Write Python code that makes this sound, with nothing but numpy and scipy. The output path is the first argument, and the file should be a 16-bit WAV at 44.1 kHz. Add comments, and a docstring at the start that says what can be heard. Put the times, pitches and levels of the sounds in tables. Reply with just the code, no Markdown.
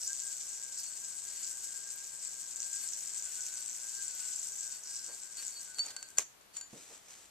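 """A metal yo-yo, spun and caught

A yo-yo spins on its string in a small furnished room. Impacts in the ball bearing rattle and keep the
modes of the two halves singing, while the string hisses by friction. The string binds, the yo-yo climbs
with ringing clicks and snaps into the hand, and the fingers rustle as they turn it over.
Two small microphone ports, each with its own treble resonance, pick it up."""
import sys
import numpy as np
from scipy import signal
from scipy.fft import rfft, irfft
from scipy.io import wavfile

SR = 44100
rng = np.random.default_rng(int(sys.argv[2]) if len(sys.argv) > 2 else 0)


def dump_mix(stems):
    """Bounce the given channels to the path in sys.argv[1] as a 16-bit WAV at rate SR."""
    frames = np.atleast_2d(stems).T  # one column per channel
    limited = np.clip(frames, -1, 1)  # hard clip at full scale
    pcm = np.round(limited * 32767).astype(np.int16)
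    wavfile.write(sys.argv[1], SR, pcm)


N = 321930
TIME, FREQS_HZ = np.arange(N) / SR, np.fft.rfftfreq(N, 1 / SR)
BIND_S, CATCH_S, STOP_S = 5.7929, 6.19, 0.064  # the string binds; the hand catches; time taken to stop

def from_db(db):
    """Decibels to amplitude ratio."""
    return 10 ** (np.asarray(db) / 20)

def unit(x):
    """Normalisation to rms 1."""
    return x / np.sqrt(np.mean(x ** 2) + 1e-20)

def at_hz(points, hz):
    """Interpolation on a log-frequency axis."""
    f, value = np.transpose(points)
    return np.interp(np.log(hz + 1), np.log(f + 1), value)

def add(mix, s, sound):
    """Superposition of a sound starting at s seconds."""
    part = mix[..., max(round(s * SR), 0):][..., :sound.shape[-1]]
    part += sound[..., :part.shape[-1]]

def impulses(rows):
    """One impulse for each row of time and level."""
    out = np.zeros(N)
    for s, db, *_ in rows:
        add(out, s, from_db([db]))
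    return out

def swells(rows):
    """One Gaussian envelope for each row of time, level and half length."""
    return sum(from_db(db) * np.exp(-.5 * np.minimum(((TIME - s) / length) ** 2, 100))
               for s, db, length in rows)

def convolve(x, response):
    """Convolution of one or two channels with one or two impulse responses."""
    return signal.oaconvolve(np.atleast_2d(x), np.atleast_2d(response), axes=1)[:, :N]

def colour(x, points, size=2048):
    """Minimum-phase filtering to a given spectrum."""
    log_gain = np.log(from_db(at_hz(points, abs(np.fft.fftfreq(size, 1 / SR)))))
    response = np.fft.ifft(np.exp(np.conj(signal.hilbert(log_gain)))).real
    return convolve(x, response[:size // 2])

def cut(x, order, hz, kind):
    """Maximally flat low-pass or high-pass filtering."""
    return signal.sosfilt(signal.butter(order, hz, kind, fs=SR, output="sos"), x)

def noise_pair(correlation, size=N):
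    """Partly correlated white noise, left and right."""
    a, b = rng.standard_normal((2, size))
    return np.array([a, correlation * a + np.sqrt(1 - correlation ** 2) * b])

def drift(rate_hz):
    """Low-pass random modulation of rms 1."""
    return unit(irfft(rfft(rng.standard_normal(N)) * np.exp(-(FREQS_HZ / rate_hz) ** 2), N))

def decay(t, t60):
    """Exponential damping from t = 0, by 60 dB in t60 seconds."""
    return from_db(-60 * np.maximum(t, 0) / t60)

def ring(hz, t60, size=16384):
    """Free vibration of one damped mode."""
    t = np.arange(size) / SR
    return decay(t, t60) * np.sin(2 * np.pi * hz * t)

def scatter(t60, correlation, size=1024):
    """Multipath scattering of one contact: dying noise of energy 1 a side."""
    burst = noise_pair(correlation, size) * decay(np.arange(size) / SR, t60)
    return burst / np.linalg.norm(burst, axis=1, keepdims=True)

def bursts(force, t60, correlation):
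    """Incoherent addition: each impulse contributes noise whose energy decays exponentially."""
    retained = np.exp(-2 * np.log(1000) / (t60 * SR))
    energy = signal.lfilter([1 - retained], [1, -retained], force ** 2 + 1e-20)
    return np.sqrt(energy) * noise_pair(correlation)

def clatter(force, length_s, correlation):
    """Clustered impacts: the energy of each impulse is spread over a short window of noise."""
    window = np.hanning(round(length_s * SR))
    energy = abs(convolve(force ** 2, window / window.sum()))
    return np.sqrt(energy) * noise_pair(correlation)

def spinning(climb_db_per_s=-15):
    """Loss of rotation: a gain that is steady, dies away in the climb and is stopped by the hand."""
    slowing = from_db(climb_db_per_s * np.maximum(TIME - BIND_S, 0))
    return slowing * np.clip(1 - (TIME - CATCH_S) / STOP_S, 0, 1)

# Strength of the rattle. Each row: time in seconds, level in dB.
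RATTLE_LEVELS = [(0.0, -40.5), (0.06, -41.5), (0.72, -44.5), (0.77, -42.5), (1.26, -45), (1.54, -41.5),
                 (2.04, -45.5), (2.68, -43), (2.76, -41.5), (3.75, -45), (4.06, -42), (4.75, -43),
                 (4.8, -53.5), (4.92, -43.5), (5.09, -47), (5.1, -54.5), (5.15, -45), (5.23, -50.5),
                 (5.49, -43.5), (5.5, -48.5), (5.65, -47.5), (5.78, -56.5)]
def rattling():
    """Bearing load sets the rattle's gain: it drops on a slack string and ends when the string binds."""
    return from_db(np.interp(TIME, *np.transpose(RATTLE_LEVELS))) * np.clip(1 - (TIME - BIND_S) / STOP_S, 0, 1)

# Share of coarse chatter, strong after the throw and as the hand steadies the string.
# Each row: time in seconds, gain in dB.
CHATTER_SHARE = [(0.22, 2.5), (0.55, -2.5), (2.4, -2.5), (3.7, 4), (4.3, -2.5), (4.4, 0), (4.7, 2.5),
                 (4.95, 0.5)]
# Spectra of the fine rattle and the lower-pitched chatter. 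Each row: frequency in Hz, gain in dB.
RATTLE_SPECTRUM = [(300, -44.5), (1500, -19.5), (3600, -11.5), (5000, -4), (6000, -5.5), (7200, -1),
                   (8100, -0.5), (8350, -7.5), (10500, -28.5), (14000, -30.5)]
CHATTER_SPECTRUM = [(300, -65), (3200, -26), (4600, -15), (5900, -3), (7000, -8), (8000, -10.5),
                    (8800, -26), (10500, -14.5), (14000, -21)]
def bearing(impacts_per_s=1100, spin_hz=60.66, sag_hz_per_s=0.7, fine_db=-1.3, chatter_db=-2):
    """Impact noise: balls rattle in their race, and rotating unbalance throws them at each side in turn."""
    spurts = rattling() * from_db(fine_db + 2.2 * drift(35))
    sizes = from_db(1.5 * np.minimum(rng.exponential(1, N), 4))
    impacts = unit((rng.random(N) < impacts_per_s / SR) * sizes) * spurts
    turns_per_s = (spin_hz - sag_hz_per_s * TIME) * (1 + .05 * drift(40))
    half_turns = np.floor(2 * np.cumsum(turns_per_s) / SR)
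    throw_db = 4 * np.clip(rng.standard_normal(N), -2, .5) - 6 * (half_turns % 2)  # far side is weaker
    throw_gain = rattling() * from_db(chatter_db + np.interp(TIME, *np.transpose(CHATTER_SHARE)))
    throws = unit(np.diff(half_turns, prepend=0) * from_db(throw_db)) * throw_gain
    rim_pings = from_db(-50) * convolve(throws, ring(hz=4500, t60=.09))
    rattle = colour(bursts(impacts, t60=.004, correlation=.75), RATTLE_SPECTRUM)
    chatter = colour(clatter(throws, length_s=.0017, correlation=.92), CHATTER_SPECTRUM)
    return rattle + chatter + rim_pings

# The string leans on the wall of the gap. Each row: centre time in seconds, hiss level in dB,
# drive to the rim in dB, half length in seconds.
STRING_RUBS = [(0.862, -77, -57, 0.061), (1.388, -67, -60.5, 0.07), (2.85, -61, -56, 0.025),
               (3.417, -66, -70, 0.34), (4.224, -61.5, -67, 0.064), (4.754, -71, -54, 0.014),
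               (5.108, -73, -57.5, 0.032), (5.393, -55.5, -49.5, 0.012), (5.43, -59, -58, 0.01),
               (5.57, -73, -56, 0.062), (5.763, -87, -53.5, 0.012), (6.008, -89, -56, 0.045),
               (6.552, -77, -59, 0.016)]
def contact(touch_db=-67):
    """Sliding contact: the gain of the string's light touch during the spin, plus its harder rubs."""
    rubs = swells([(s, hiss_db, length) for s, hiss_db, _, length in STRING_RUBS])
    return from_db(touch_db) * spinning() + rubs

# String, skin and cloth rustle. Each row: centre time in seconds, level in dB, half length in seconds.
HAND_RUSTLES = [(5.877, -54, 0.043), (6.205, -46.5, 0.017), (6.568, -56, 0.017), (6.787, -59.5, 0.055),
                (6.933, -60, 0.051), (7.116, -60, 0.045), (7.222, -64, 0.051)]
# Spectra of the three friction noises. Each row: frequency in Hz, relative level in dB.
HISS_SPECTRUM = [(100, -13), (500, -10), (1200, -4), (2400, 2.5), (4000, -0.5), (6000, -6.5), (8000, 2.5),
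                 (12000, -22.5)]
FIZZ_SPECTRUM = [(2000, -49), (6000, 3), (11000, -1.5), (14000, -3)]
RUSTLE_SPECTRUM = [(200, -9), (600, -3), (2400, 2.5), (5000, 1.5), (7000, 3), (8500, -5), (13000, -13)]
def rubbing(grain_db=2.0, bearing_fizz_db=-18):
    """Friction noise: fibres catch and slip in a hiss, a fizz following bearing and string, and rustles."""
    grain = from_db(grain_db * drift(170))
    hiss = unit(colour(grain * noise_pair(0.98), HISS_SPECTRUM)) * contact()
    surge = from_db(2 * drift(20)) * np.hypot(from_db(bearing_fizz_db) * rattling(), contact())
    fizz = unit(colour(grain * noise_pair(0.095), FIZZ_SPECTRUM)) * surge
    rustle = unit(colour(grain * noise_pair(0.68), RUSTLE_SPECTRUM)) * swells(HAND_RUSTLES)
    return hiss + fizz + rustle

# Modes of the lower half, higher half, rim and bearing. Each row: frequency in Hz, coupling in dB.
DRIVEN_MODES = [(1489, -4.5), (1594, -1), (4500, -2.5), (8090, -21)]
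# The linewidth of each of these modes in Hz.
LINEWIDTHS_HZ = [13, 7, 24, 130]
# The lower half swells mostly as the string swings, the higher half now and then.
# Each row: centre time in seconds, drive in dB, half length in seconds.
LOW_HALF_SWELLS = [(3.27, -63, 0.017), (3.47, -65, 0.17), (4.22, -63.5, .1), (4.71, -68, 0.039),
                   (4.99, -65, 0.021), (5.72, -60, 0.025), (5.98, -63.5, 0.088)]
HIGH_HALF_SWELLS = [(.11, -57, 0.022), (.26, -62, 0.04), (.69, -70.5, 0.046), (1.55, -73.5, 0.55),
                    (2.72, -62.5, 0.093), (3.86, -62, 0.02), (4.003, -59, 0.044), (4.665, -61, 0.025),
                    (5.42, -64, 0.028)]
def singing(hum_db=-70.5, waver_db=4.5, climb_hz_per_s=140):
    """Forced resonance: spin, string and rattle feed lightly damped modes; phase and strength wander."""
    out, hum = np.zeros(N), from_db(hum_db) * spinning()
    bowing = swells([(s, rim_db, length) for s, _, rim_db, length in STRING_RUBS])
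    drives = [(hum, swells(LOW_HALF_SWELLS)), (hum, swells(HIGH_HALF_SWELLS)),
              (hum, bowing), (rattling(), 0)]
    # The lower half's note rises as the climb slows the spin.
    glides = [climb_hz_per_s * np.clip(TIME - BIND_S, 0, CATCH_S - BIND_S), 0, 0, 0]
    for (steady, swell), glide, (hz, db), width in zip(drives, glides, DRIVEN_MODES, LINEWIDTHS_HZ):
        wander = np.cumsum(rng.standard_normal(N)) * np.sqrt(np.pi * width / SR)
        phasor = cut(np.exp(1j * wander), 2, 70, "low")
        carrier = np.exp(2j * np.pi * np.cumsum(np.full(N, hz) + glide) / SR)
        tone = unit((phasor * carrier).real)
        flutter = unit(from_db(waver_db * drift(22)))
        out += tone * (steady * flutter + swell * np.sqrt(flutter)) * from_db(db)
    return out

# The background's spectrum, and its excess on the left. Each row: frequency in Hz, relative level in dB.
BACKGROUND_SPECTRUM = [(15, -46), (25, -10.5), (231, -10.5), (1050, -10), (14000, -19.5)]
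LEFT_EXCESS = [(60, -1.5), (250, 5), (700, 6.5), (2500, 0), (6000, 4), (14000, 0)]
def room_tone(level_db=-61):
    """Stationary noise: a faint hiss, uncorrelated between the sides."""
    shape_db = at_hz(BACKGROUND_SPECTRUM, FREQS_HZ) + np.outer([.5, -.5], at_hz(LEFT_EXCESS, FREQS_HZ))
    return from_db(level_db) * unit(irfft(rfft(rng.standard_normal((2, N))) * from_db(shape_db), N))

# The hardest knocks of the balls in their race, and two bright string ticks (the 13000 Hz rows). # Each row:
# centre time in seconds, level in dB, pitch in Hz, half length in seconds.
KNOCKS_AND_TICKS = [(.0343, -31, 5800, .00025), (.0742, -37, 7200, .0004), (.0776, -33, 7000, .0005),
                    (1.9605, -37, 13000, .00015), (2.274, -38, 7600, .0005), (2.5604, -36, 7300, .0004),
                    (2.6037, -29, 6400, .0002), (2.6202, -35, 6600, .00025), (2.7332, -35, 7000, .0004),
                    (2.8761, -35, 7700, .0004), (2.9354, -30.5, 6000, .0003), (3.2245, -38, 7000, .0005),
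                    (3.4657, -32, 6100, .00025), (3.5401, -34, 6700, .0003), (4.0814, -36, 7400, .0005),
                    (4.151, -35.5, 13000, .00015), (4.3612, -37, 7500, .0008), (4.3956, -37, 7400, .0006),
                    (4.6082, -37.5, 7500, .0005), (4.836, -41, 6600, .00025), (5.4662, -38, 7700, .0004),
                    (5.4812, -36, 6800, .0004)]
def knocks(tick_db=-2):
    """Impact transients: a few cycles of ringing under a thin tick; a glancing knock lasts longer."""
    out, t = from_db(tick_db) * impulses(KNOCKS_AND_TICKS), np.arange(-200, 200) / SR
    for s, db, hz, length in KNOCKS_AND_TICKS:
        envelope = from_db(db) * np.exp(-.5 * (t / length) ** 2)
        add(out, s + t[0], envelope * np.sin(2 * np.pi * hz * t))
    return out

# The string scrapes inside the gap. Each row: centre time in seconds, level in dB, half length in seconds.
STRING_SCRAPES = [(0.052, -48.5, 0.03), (0.795, -51, 0.018), (4.935, -54, 0.073)]
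def scrapes(hz=5200, width_hz=700):
    """Stick-slip friction: the sliding string stutters on the metal in a narrow, gritty rasp."""
    band = np.exp(-.5 * ((FREQS_HZ - hz) / width_hz) ** 2)
    grit = noise_pair(1.0) * from_db(5.3 * drift(240))
    return swells(STRING_SCRAPES) * unit(irfft(rfft(grit) * band, N))

# Soft pushes of air. Each row: peak time in seconds, level in dB, rise and t60 in seconds, centre in Hz.
AIR_PUFFS = [(5.089, -57.5, 0.006, 0.25, 636), (5.79, -61.5, 0.0099, 0.17, 696),
             (5.864, -60.5, 0.02, 0.45, 614), (6.186, -51, 0.0008, 0.12, 393),
             (6.732, -52, 0.0017, 0.28, 265), (6.915, -61, 0.018, 0.25, 483)]
def puffs(width_octaves=0.97):
    """Air displacement: string loops and hands make dull bursts of noise that swell and die away."""
    out, octaves = np.zeros((2, N)), np.log2(np.fft.rfftfreq(SR, 1 / SR) + 1)
    t = np.arange(SR) / SR - .1
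    for s, db, rise, t60, hz in AIR_PUFFS:
        band = np.exp(-.5 * ((octaves - np.log2(hz)) / width_octaves) ** 2)
        air = unit(irfft(rfft(noise_pair(0.8, SR)) * band))
        envelope = np.exp(-(np.minimum(t, 0) / rise) ** 2) * decay(t, t60)
        add(out, s + t[0], from_db(db) * envelope * air)
    return out

# The string flicks a rim. Each row: start in seconds, relative level in dB.
STRING_FLICKS = [(5.746, -28), (5.862, -27), (5.8655, -24), (6.088, -33.5), (6.104, -35)]
# Blows on the halves. Each row: start in seconds, then relative levels in dB of the click
# and of the low, middle and high modes.
METAL_BLOWS = [(5.7853, -20, -57, -41, -58), (5.7925, -21, -57, -54, -39), (5.965, -18.5, -52, -47.5, -63),
               (6.0277, -21, -57, -68, -54), (6.1723, -39, -52, -53, -42), (6.4115, -42, -85, -72, -68),
               (6.568, -24, -67, -57, -37.5), (6.612, -23.5, -59, -55, -47)]
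# Modes of a struck half. Each row: frequency in Hz, t60 in seconds, coupling in dB,
# then the offset in Hz of the other half's twin mode while spinning and once held.
HALF_MODES = [(1590, .17, -1, -60, -45), (4497, .16, -1, 27, 10), (7070, .13, -8, -100, 55)]
# Spectrum of a click. Each row: frequency in Hz, gain in dB.
CLICK_SPECTRUM = [(150, -42), (700, -4.5), (3000, 1), (5000, 2.5), (7000, 10), (9000, -5), (14500, -19)]
def blows(click_db=-3, scatter_db=-2, twin_db=-6):
    """Impulse excitation: every contact clicks; blows also ring the halves, whose detuned modes beat."""
    clicks = impulses(METAL_BLOWS) * from_db(click_db)
    scattered = from_db(scatter_db) * convolve(clicks, scatter(t60=.02, correlation=.6))
    flicks = cut(impulses(STRING_FLICKS), 2, 6000, "high")
    out = colour(clicks + flicks + scattered, CLICK_SPECTRUM)
    for s, _, *ring_db in METAL_BLOWS:
        for strength_db, (hz, t60, db, spun_hz, held_hz) in zip(ring_db, HALF_MODES):
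            twin = from_db(twin_db) * ring(hz + (spun_hz if s < CATCH_S else held_hz), t60)
            add(out, s, from_db(strength_db + db) * (ring(hz, t60) + twin))
    return out

def squeal(level_db=-30, hold_s=0.015, t60=0.038):
    """Friction-driven vibration: the binding string bows the rim for an instant, then damps it."""
    out, t = np.zeros(N), np.arange(SR) / SR
    rim_hz = HALF_MODES[1][0]
    add(out, BIND_S, decay(t - hold_s, t60) * np.sin(2 * np.pi * rim_hz * t))
    return from_db(level_db) * out

# The catch, with run-up and rebound. Each row: start in seconds, relative crack and knock levels in dB.
CATCH_HITS = [(6.1827, -27, -20), (6.1848, -6, -5.5), (6.186, -32, -32), (6.194, -20, -11)]
# Modes of the whole body against the hand. Each row: frequency in Hz, coupling in dB.
HELD_MODES = [(180, -39), (1100, -29.5), (2150, -29.5), (2460, -25)]
# Spectrum of the crack. 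Each row: frequency in Hz, gain in dB.
CRACK_SPECTRUM = [(200, -69), (1000, -2), (2400, 7.5), (4800, -0.5), (6300, 14.5), (7200, 17), (8000, 2),
                  (9300, -0.5), (10500, -8), (14500, -13)]
def snap(crack_db=-2, scatter_db=-5):
    """Damped impact: the yo-yo hits the hand with a crack and a knock, with little bass."""
    hits = impulses(CATCH_HITS)
    scattered = from_db(scatter_db) * convolve(hits, scatter(t60=.02, correlation=.7))
    crack = from_db(crack_db) * colour(hits + scattered, CRACK_SPECTRUM)
    body = sum(from_db(db) * ring(hz, t60=.02) for hz, db in HELD_MODES)
    knock = convolve(impulses([(s, db) for s, _, db in CATCH_HITS]), body)
    return cut(crack + knock, 4, 140, "high")

# Reverberation time. Each row: frequency in Hz, t60 in seconds.
ROOM_T60 = [(200, 0.052), (2000, 0.36), (6000, 0.32), (8000, 0.32), (14000, 0.022)]
def room(x, size=16384):
    """Reverberation: dense reflections from floor, bed and walls; bass and top treble die first."""
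    hz, t, spectra = signal.stft(rng.standard_normal((2, size)), SR, nperseg=256)
    tail = signal.istft(spectra * decay(t, at_hz(ROOM_T60, hz)[:, None]), SR, nperseg=256)[1]
    tail *= np.clip(np.arange(tail.shape[1]) / SR / 0.003 - 1, 0, 1)  # reflections begin after 3 ms
    return convolve(x, tail / np.linalg.norm(tail, axis=1, keepdims=True))

def swaying_room(x, sway_s=.8):
    """A moving source: as the yo-yo sways, one set of reflection paths fades into the next."""
    shares = (np.clip(1 - abs(TIME - s) / sway_s, 0, 1) for s in np.arange(0, CATCH_S, sway_s))
    return sum(room(x * np.sqrt(share)) for share in shares)

def from_the_right(x, lag_s=.00005):
    """Path difference: sound from the right reaches the left port later."""
    late = irfft(rfft(x[0]) * np.exp(-2j * np.pi * FREQS_HZ * lag_s), N)
    return np.array([late, x[1]])

def scene(rattle_wet_db=-10, blow_wet_db=-11, catch_wet_db=-19):
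    """Direct plus reflected sound: spin on the right, catch in the middle, its echo muffled by the hand."""
    rattle, hits, catch = bearing() + knocks(), blows() + squeal(), snap()
    reverb = swaying_room(from_db(rattle_wet_db) * rattle)
    reverb += room(from_db(blow_wet_db) * hits + from_db(catch_wet_db) * catch)
    spin = from_the_right(rattle + singing() + scrapes())
    return spin + rubbing() + hits + catch + puffs() + reverb

# Responses of the two microphone ports. Each row: frequency in Hz, gain in dB.
LEFT_RESPONSE = [(3500, 1), (5000, 2), (6200, 1), (7000, 12.5), (7700, 16), (9000, 13), (11000, 6),
                 (14000, 8.5)]
RIGHT_RESPONSE = [(3500, 1), (5000, 4), (6100, 11.5), (7000, 7.5), (7700, 3.5), (9000, 4.5), (11000, -3),
                  (14000, -2)]
def record(dry, cutoff_hz=14300):
    """Port resonance colours each side; the steady hiss is added and the whole is band-limited."""
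    heard = np.vstack([colour(dry[0], LEFT_RESPONSE), colour(dry[1], RIGHT_RESPONSE)]) + room_tone()
    low_pass = signal.firwin(401, cutoff_hz, window=("kaiser", 8), fs=SR)
    return signal.oaconvolve(heard, low_pass[None], "same", axes=1)

dry = scene()
out = record(dry)
dump_mix(out)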